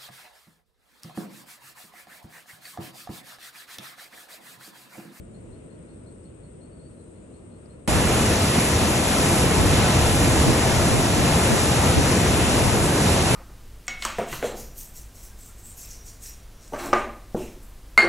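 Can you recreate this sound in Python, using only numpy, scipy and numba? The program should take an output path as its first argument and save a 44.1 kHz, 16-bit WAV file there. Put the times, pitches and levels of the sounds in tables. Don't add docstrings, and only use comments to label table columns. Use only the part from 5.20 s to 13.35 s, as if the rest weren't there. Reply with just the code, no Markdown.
import sys
import numpy as np
from scipy import signal
from scipy.fft import rfft, irfft
from scipy.io import wavfile
from scipy.ndimage import uniform_filter1d
from numba import njit

SR = 44100
rng = np.random.default_rng(int(sys.argv[2]) if len(sys.argv) > 2 else 0)


def store_wav(level_fs):
    pcm = np.round(np.clip(np.atleast_2d(level_fs), -1, 1) * 32767)
    wavfile.write(sys.argv[1], SR, pcm.T.astype(np.int16))


def voltage_ratio(level):
    return 10 ** (np.asarray(level, float) / 20)


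N = 359415
T = np.arange(N) / SR
HZ = np.maximum(np.fft.rfftfreq(N, 1 / SR), 1)
CUT_S = 2.6762

# freq_hz, likeness (0-1), right_phase_rad, left_minus_right_db
MEADOW_PORTS = [(40, 0.91, -.1, 1), (170, 1, 0.5, 0), (520, 0.01, -1, 3.5), (865, 0.3, -2, 1.5),
                (1100, 0.1, 0, 5), (2000, 0.47, -3.5, 1.5), (2700, 0, -4, 3.5), (5700, .08, -7, 6),
                (8100, 0.05, -6, 10.5), (9000, .5, -5.5, 2), (9830, 0.9, -2.5, 0), (10900, 1, -9, -3)]


def curves(table):
    s, *columns = np.transpose(table)
    return [np.interp(T, s, c) for c in columns]


def along_hz(table):
    hz, *columns = np.transpose(table)
    return [np.interp(np.log(HZ), np.log(hz), c) for c in columns]


def unit(x):
    return x / np.sqrt(np.mean(x ** 2))


def band(x, hz, width_hz):
    return irfft(rfft(x) * np.exp(-.5 * ((HZ - hz) / width_hz * 2) ** 2), N)


def walk(rate):
    k = int(SR / rate)
    held = np.repeat(rng.standard_normal(N // k + 1), k)
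    slewed = uniform_filter1d(uniform_filter1d(held, k), k)[:N]
    return unit(slewed - slewed.mean())


def swell(start, length):
    return np.sin(np.pi * np.clip((T - start) / length, 0, 1)) ** .6


def whistle(start, length, hz0, hz1, db):
    u = np.clip((T - start) / length, 0, 1)
    cycles = length * u * (hz0 + (hz1 - hz0) * u / 2)
    return voltage_ratio(db) * swell(start, length) * np.sin(2 * np.pi * cycles)


@njit
def rings(start, hz, t60, size, glide):
    out = np.zeros(N)
    for k in range(len(start)):
        n = int(t60[k] * SR * .7)
        z = size[k] + 0j
        decay = np.exp(-6.9 / (t60[k] * SR))
        p = np.exp(2j * np.pi * hz[k] / SR)
        turn = np.exp(2j * np.pi * hz[k] * (glide - 1) / SR / n)
        for i in range(start[k], min(N, start[k] + n)):
            out[i] += z.imag
            z *= p * decay
            p *= turn
    return out


def ports(sounds, colour, likeness):
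    gain = voltage_ratio(along_hz(colour)[0]) / (1 + (16 / HZ) ** 2)
    share, phase, pan_db = along_hz(likeness)
    share = np.clip(share, 0, 1)
    both, left, right = rfft(sounds) * gain
    shared, own = np.sqrt(share) * both, np.sqrt(1 - share)
    left = (shared + own * left) * voltage_ratio(pan_db / 2)
    right = (shared * np.exp(1j * phase) + own * right) * voltage_ratio(-pan_db / 2)
    return irfft([left, right], N)


def turbulence(shared_db, flicker_db, rate):
    noise = rfft(rng.standard_normal((3, N)))
    out, near = 0, walk(rate)
    for step in np.arange(-18, 6):
        near = 0.63 * near + 0.58 * walk(rate)
        mask = np.sqrt(np.clip(1 - 2 * abs(np.log2(HZ / 3200) - step / 2), 0, 1))
        treble = np.clip(1 + step / 14, .1, 1)
        level_db = treble * (shared_db * near + flicker_db * walk(2.7 * rate))
        out = out + irfft(noise * mask, N) * voltage_ratio(level_db)
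    return unit(out)


def river():
    # freq_hz, level_db (per Hz)
    river_colour = [(22, -29), (48, -2), (90, -0.5), (170, -2.5), (340, -4.5), (600, -11), (720, -21),
                    (900, -24.5), (1400, -28), (2600, -32.5), (5500, -45), (7200, -39.5), (9700, -29.5),
                    (10500, -47)]
    level_db, fade_db_per_s = -49.5, 0.54
    rumble = unit(ports(turbulence(0.83, .7, 4.22), river_colour, MEADOW_PORTS))
    return rumble * voltage_ratio(level_db + 5.5 - fade_db_per_s * T)


def meadow_wind():
    # peak_s, level_db
    puffs = [
        (0, -49),
        (.29, -51),
    ]
    puff_s, breeze_db = .07, -67
    gust = voltage_ratio(breeze_db)
    for s, db in puffs:
        gust = gust + voltage_ratio(db) * np.exp(-((T - s) / puff_s) ** 2)
    return unit(band(rng.standard_normal((2, N)), 65, 60)) * gust * voltage_ratio(2.5 * walk(14.))


def tarp():
    # start_s, level_db, centre_hz, ring_s
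    crackles = [
        (.478, -61.5, 2500, .02),
        (.758, -62, 2500, .02),
        (1.03, -62, 5200, .12),
        (1.275, -62, 4600, .02),
        (1.37, -64, 5000, .02),
        (2.273, -62, 2500, .02),
        (2.457, -52, 4850, .04),
        (2.531, -62, 2500, .02),
    ]
    out = 0
    for s, db, hz, ring in crackles:
        decay = np.exp(-6.9 * np.maximum(T - s, 0) / ring) * (T >= s)
        burst = rng.standard_normal((2, N)) * decay
        out = out + voltage_ratio(db + 6) * band(burst, hz, .22 * hz)
    return out * np.array([[1], [.55]])


def katydid():
    # start_s, length_s, level_db
    song_spells = [
        (.02, .28, -74),
        (1.02, .26, -76),
        (1.88, .33, -77),
    ]
    level = voltage_ratio(-89)
    for s, length, db in song_spells:
        level = level + voltage_ratio(db) * swell(s, length)
    return unit(band(rng.standard_normal(N), 7100, 200)) * level * voltage_ratio(3 * walk(30.)) * [[1], [.35]]


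def bird():
    # start_s, length_s, from_hz, to_hz, level_db
    song_notes = [
        (1.44, .05, 4380, 4450, -79),
        (1.48, .14, 4430, 4520, -75),
        (1.61, .09, 4500, 4470, -74),
        (1.69, .05, 4460, 4350, -77),
        (1.76, .06, 4100, 4040, -71),
        (1.86, .04, 4000, 4080, -79),
    ]
    return sum(whistle(*note) for note in song_notes) * (1 + .6 * walk(250.))


def cricket():
    chirp_levels = [-66, -67, -67, -69, -68, -67, -68, -66, -66, -68, -72, -68, -69, -68]
    first_s, period_s, stroke_s, pitch_hz = .137, .1814, .019, 4310
    out = 0
    for i, db in enumerate(chirp_levels):
        for k in range(3):
            start = first_s + period_s * i + stroke_s * k
            out = out + whistle(start, .016, pitch_hz * (.94 + .025 * k), pitch_hz * 1.035, db - 3 * k)
    return out * (1 + .5 * walk(500.))


def singers():
    song = cricket() + bird()
    tail = np.exp(-6.9 * np.arange(6000) / SR / .14)
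    scatter = rng.standard_normal((2, 6000)) * tail
    direct = np.array([song, .4 * np.roll(song, 9)])
    return direct + voltage_ratio(-24) * signal.fftconvolve(song[None], scatter, axes=1)[:, :N]


def cicadas(click_hz=123., throb_hz=8.1):
    # pitch_hz, width_hz, level_db
    bodies = [
        (8160, 390, -1),
        (8700, 490, -1.5),
        (7500, 900, -24),
    ]
    # time_s, effort_db
    effort = [
        (0, -70),
        (.9, -66.5),
        (1.6, -66.5),
        (2.66, -69),
    ]
    out = []
    for _ in range(3):
        clicks = np.cumsum(click_hz * (1 + 0.0298 * walk(2.8))) / SR
        throbs = np.cumsum(throb_hz * (1 + .1 * walk(2.09))) / SR
        gate = 1 + .5 * np.sin(2 * np.pi * clicks)
        throb = voltage_ratio(2.2 * np.sin(2 * np.pi * throbs))
        hiss = rng.standard_normal(N)
        ringing = sum(voltage_ratio(db) * band(hiss, hz, width) for hz, width, db in bodies)
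        out.append(gate * throb * ringing)
    chorus = unit(ports(np.array(out), [(20, 0), (20000, 0)], MEADOW_PORTS))
    return chorus * voltage_ratio(curves(effort)[0] + 5.5)


def meadow():
    sound = river() + meadow_wind() + tarp() + katydid() + singers() + cicadas()
    return irfft(rfft(sound) / (1 + (HZ / 10700) ** 40), N)


def dam_wind():
    # time_s, level_db
    dam_breeze = [(2.68, -27), (3.05, -36), (3.45, -44), (3.8, -35), (4.6, -31.5), (6.4, -30.5), (7.0, -35),
                  (7.5, -29), (7.75, -44), (8.15, -35)]
    # peak_s, level_db
    buffets = [
        (4.42, -26),
        (5.3, -22),
        (5.75, -25),
        (5.99, -28),
        (6.33, -18),
        (6.78, -21),
        (7.43, -27),
    ]
    buffet_s, lull_at_s, lull_s = .03, 6.3, 0.059
    lull = 1 - 0.85 * np.exp(-((T - lull_at_s) / lull_s) ** 2)
    breeze = voltage_ratio(curves(dam_breeze)[0] + 2.5 * walk(12.)) * lull
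    buffet = sum(voltage_ratio(db) * np.exp(-((T - s) / buffet_s) ** 2) for s, db in buffets) * voltage_ratio(3 * walk(40.))
    low, high = rng.standard_normal((2, 2, N))
    slope = HZ / 110 / (1 + (HZ / 110) ** 2) / (1 + (HZ / 700) ** 2)
    flutter = unit(irfft(rfft(high) * slope, N))
    return unit(band(low, 74, 80)) * breeze + flutter * (buffet + voltage_ratio(-6) * breeze)


def bubbles(per_s, low_hz, high_hz, turns, spread_db):
    when, pitch, size = rng.random((int(per_s * N / SR), 3)).T
    hz = low_hz * (high_hz / low_hz) ** pitch
    size_db = np.minimum(-spread_db * np.log(size), 12)
    return unit(rings((when * N).astype(np.int64), hz, turns / hz, hz * voltage_ratio(size_db), 1.3))


def water():
    # time_s, level_db
    surges = [(2.69, -21), (3.89, -22), (4.51, -19.5), (6.45, -20.5), (6.47, -22), (6.66, -18.5),
              (6.77, -24.5), (6.84, -19.5), (7.04, -21.5), (8.0, -19.5), (8.04, -22.5), (8.15, -18.5)]
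    # freq_hz, level_db (per Hz)
    water_colour = [(20, -24), (34, -12), (72, -0.5), (125, -1), (300, -7.5), (700, -13.5), (1400, -21),
                    (2600, -22.5), (4300, -26), (6700, -25.5), (9600, -20), (11000, -28.5), (13000, -44),
                    (15500, -53.5)]
    # freq_hz, likeness (0-1), right_phase_rad, left_minus_right_db
    water_likeness = [(25, 0.99, 0.2, 0.1), (220, 1, -0.21, .1), (523, 0.91, -0.23, 0),
                      (930, 0.72, -0.5, 6.5), (1560, 0.98, 0.5, 0), (2240, 0.52, 0.53, 0.9),
                      (2900, 0.08, -1.5, 2), (4300, 0.31, -1.3, -1), (5090, 0.56, -4, -1.5),
                      (5780, 0.92, -6, -0.5), (7310, 1, -7.5, -1), (8000, 0.78, -9, 1),
                      (9520, 0.97, -9.5, -2.5), (12120, .9, -12.5, 1)]
    heave_db, heave_per_s = 0.68, 9.
    sway_db, sway_per_s = 0.48, 4.
    spray_level_db, spray_follows = -26.5, .35

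    roar_db = curves(surges)[0] + heave_db * walk(heave_per_s)
    spray_db = spray_level_db + spray_follows * (roar_db - roar_db[T > CUT_S].mean())
    foam = [bubbles(3000, 300, 13000, turns=9., spread_db=2.5) for _ in range(3)]
    white = turbulence(0.78, 0.91, 5.4) + voltage_ratio(-8.5) * np.array(foam)
    sound = unit(ports(white, water_colour, water_likeness))
    roar = irfft(rfft(sound) / (1 + (HZ / 800) ** 2), N)
    spray = sound - roar
    swing_db = sway_db * walk(sway_per_s)
    balance = voltage_ratio(np.array([swing_db, -swing_db]) / 2)
    return (roar * voltage_ratio(roar_db + 1.54) + spray * voltage_ratio(spray_db + 9.5)) * balance


def camera(sound, pair_db, top_db, top_hz):
    band_edges = np.r_[0, 240, 264, 292, 320:929:32, 942]
    mix = np.array([[1, 1], [1, -1]])
    hz, s, z = signal.stft(mix @ sound / 2, SR, "cosine", 1882)
    power, widths = np.abs(z) ** 2, np.diff(band_edges)
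    bands = np.add.reduceat(power, band_edges[:-1], axis=1) / widths[:, None]
    frames = np.minimum(s * SR, N - 1).astype(int)
    wander_db = np.array([1.5 * walk(28.)[frames] for _ in widths])
    weak = bands < bands[::-1] * voltage_ratio(2 * (pair_db + wander_db))
    weak[:, 0] = False
    lucky = rng.random(bands.shape) < [[[.012]], [[.002]]]
    luck_db = 0.84 * rng.exponential(size=bands.shape) + 14 * lucky
    masker = bands[:, 4:7].sum(axis=0).mean(axis=0)
    cells = np.repeat(uniform_filter1d(power, size=8, axis=1)[:, 4::8], 8, axis=1)
    threshold_db = top_db - np.repeat(luck_db, widths, axis=1)[:, :928]
    faint = np.ones(z.shape, bool)
    faint[:, :928] = cells[:, :928] < masker * voltage_ratio(2 * threshold_db)
    faint[:, hz < top_hz] = False
    floor = .45 * np.clip(hz / 4000, 0, 1)
    faint |= power < uniform_filter1d(power, size=16, axis=1) * floor[:, None]
    side_excess = power[1] - voltage_ratio(2 * -21) * power[0]
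    faint[1, :100] |= uniform_filter1d(side_excess, size=4, axis=0)[:100] < 0
    faint[:, 200:520] |= (cells < cells[::-1] * voltage_ratio(2 * (pair_db - 2)))[:, 200:520]
    dropped = np.repeat(weak, widths, axis=1) | faint
    return mix @ signal.istft(z * ~dropped, SR, "cosine", 1882)[1][:, :N]


def scene():
    before = camera(meadow(), pair_db=-40., top_db=-20., top_hz=9700.)
    after = camera(water() + dam_wind(), pair_db=-9.5, top_db=-22., top_hz=11200.)
    return np.where(T < CUT_S, before, after)


def roll_off(x):
    return signal.sosfilt(signal.butter(12, 14800, fs=SR, output="sos"), x)


def record(dry):
    return roll_off(dry)


dry = scene()
out = record(dry)
store_wav(out)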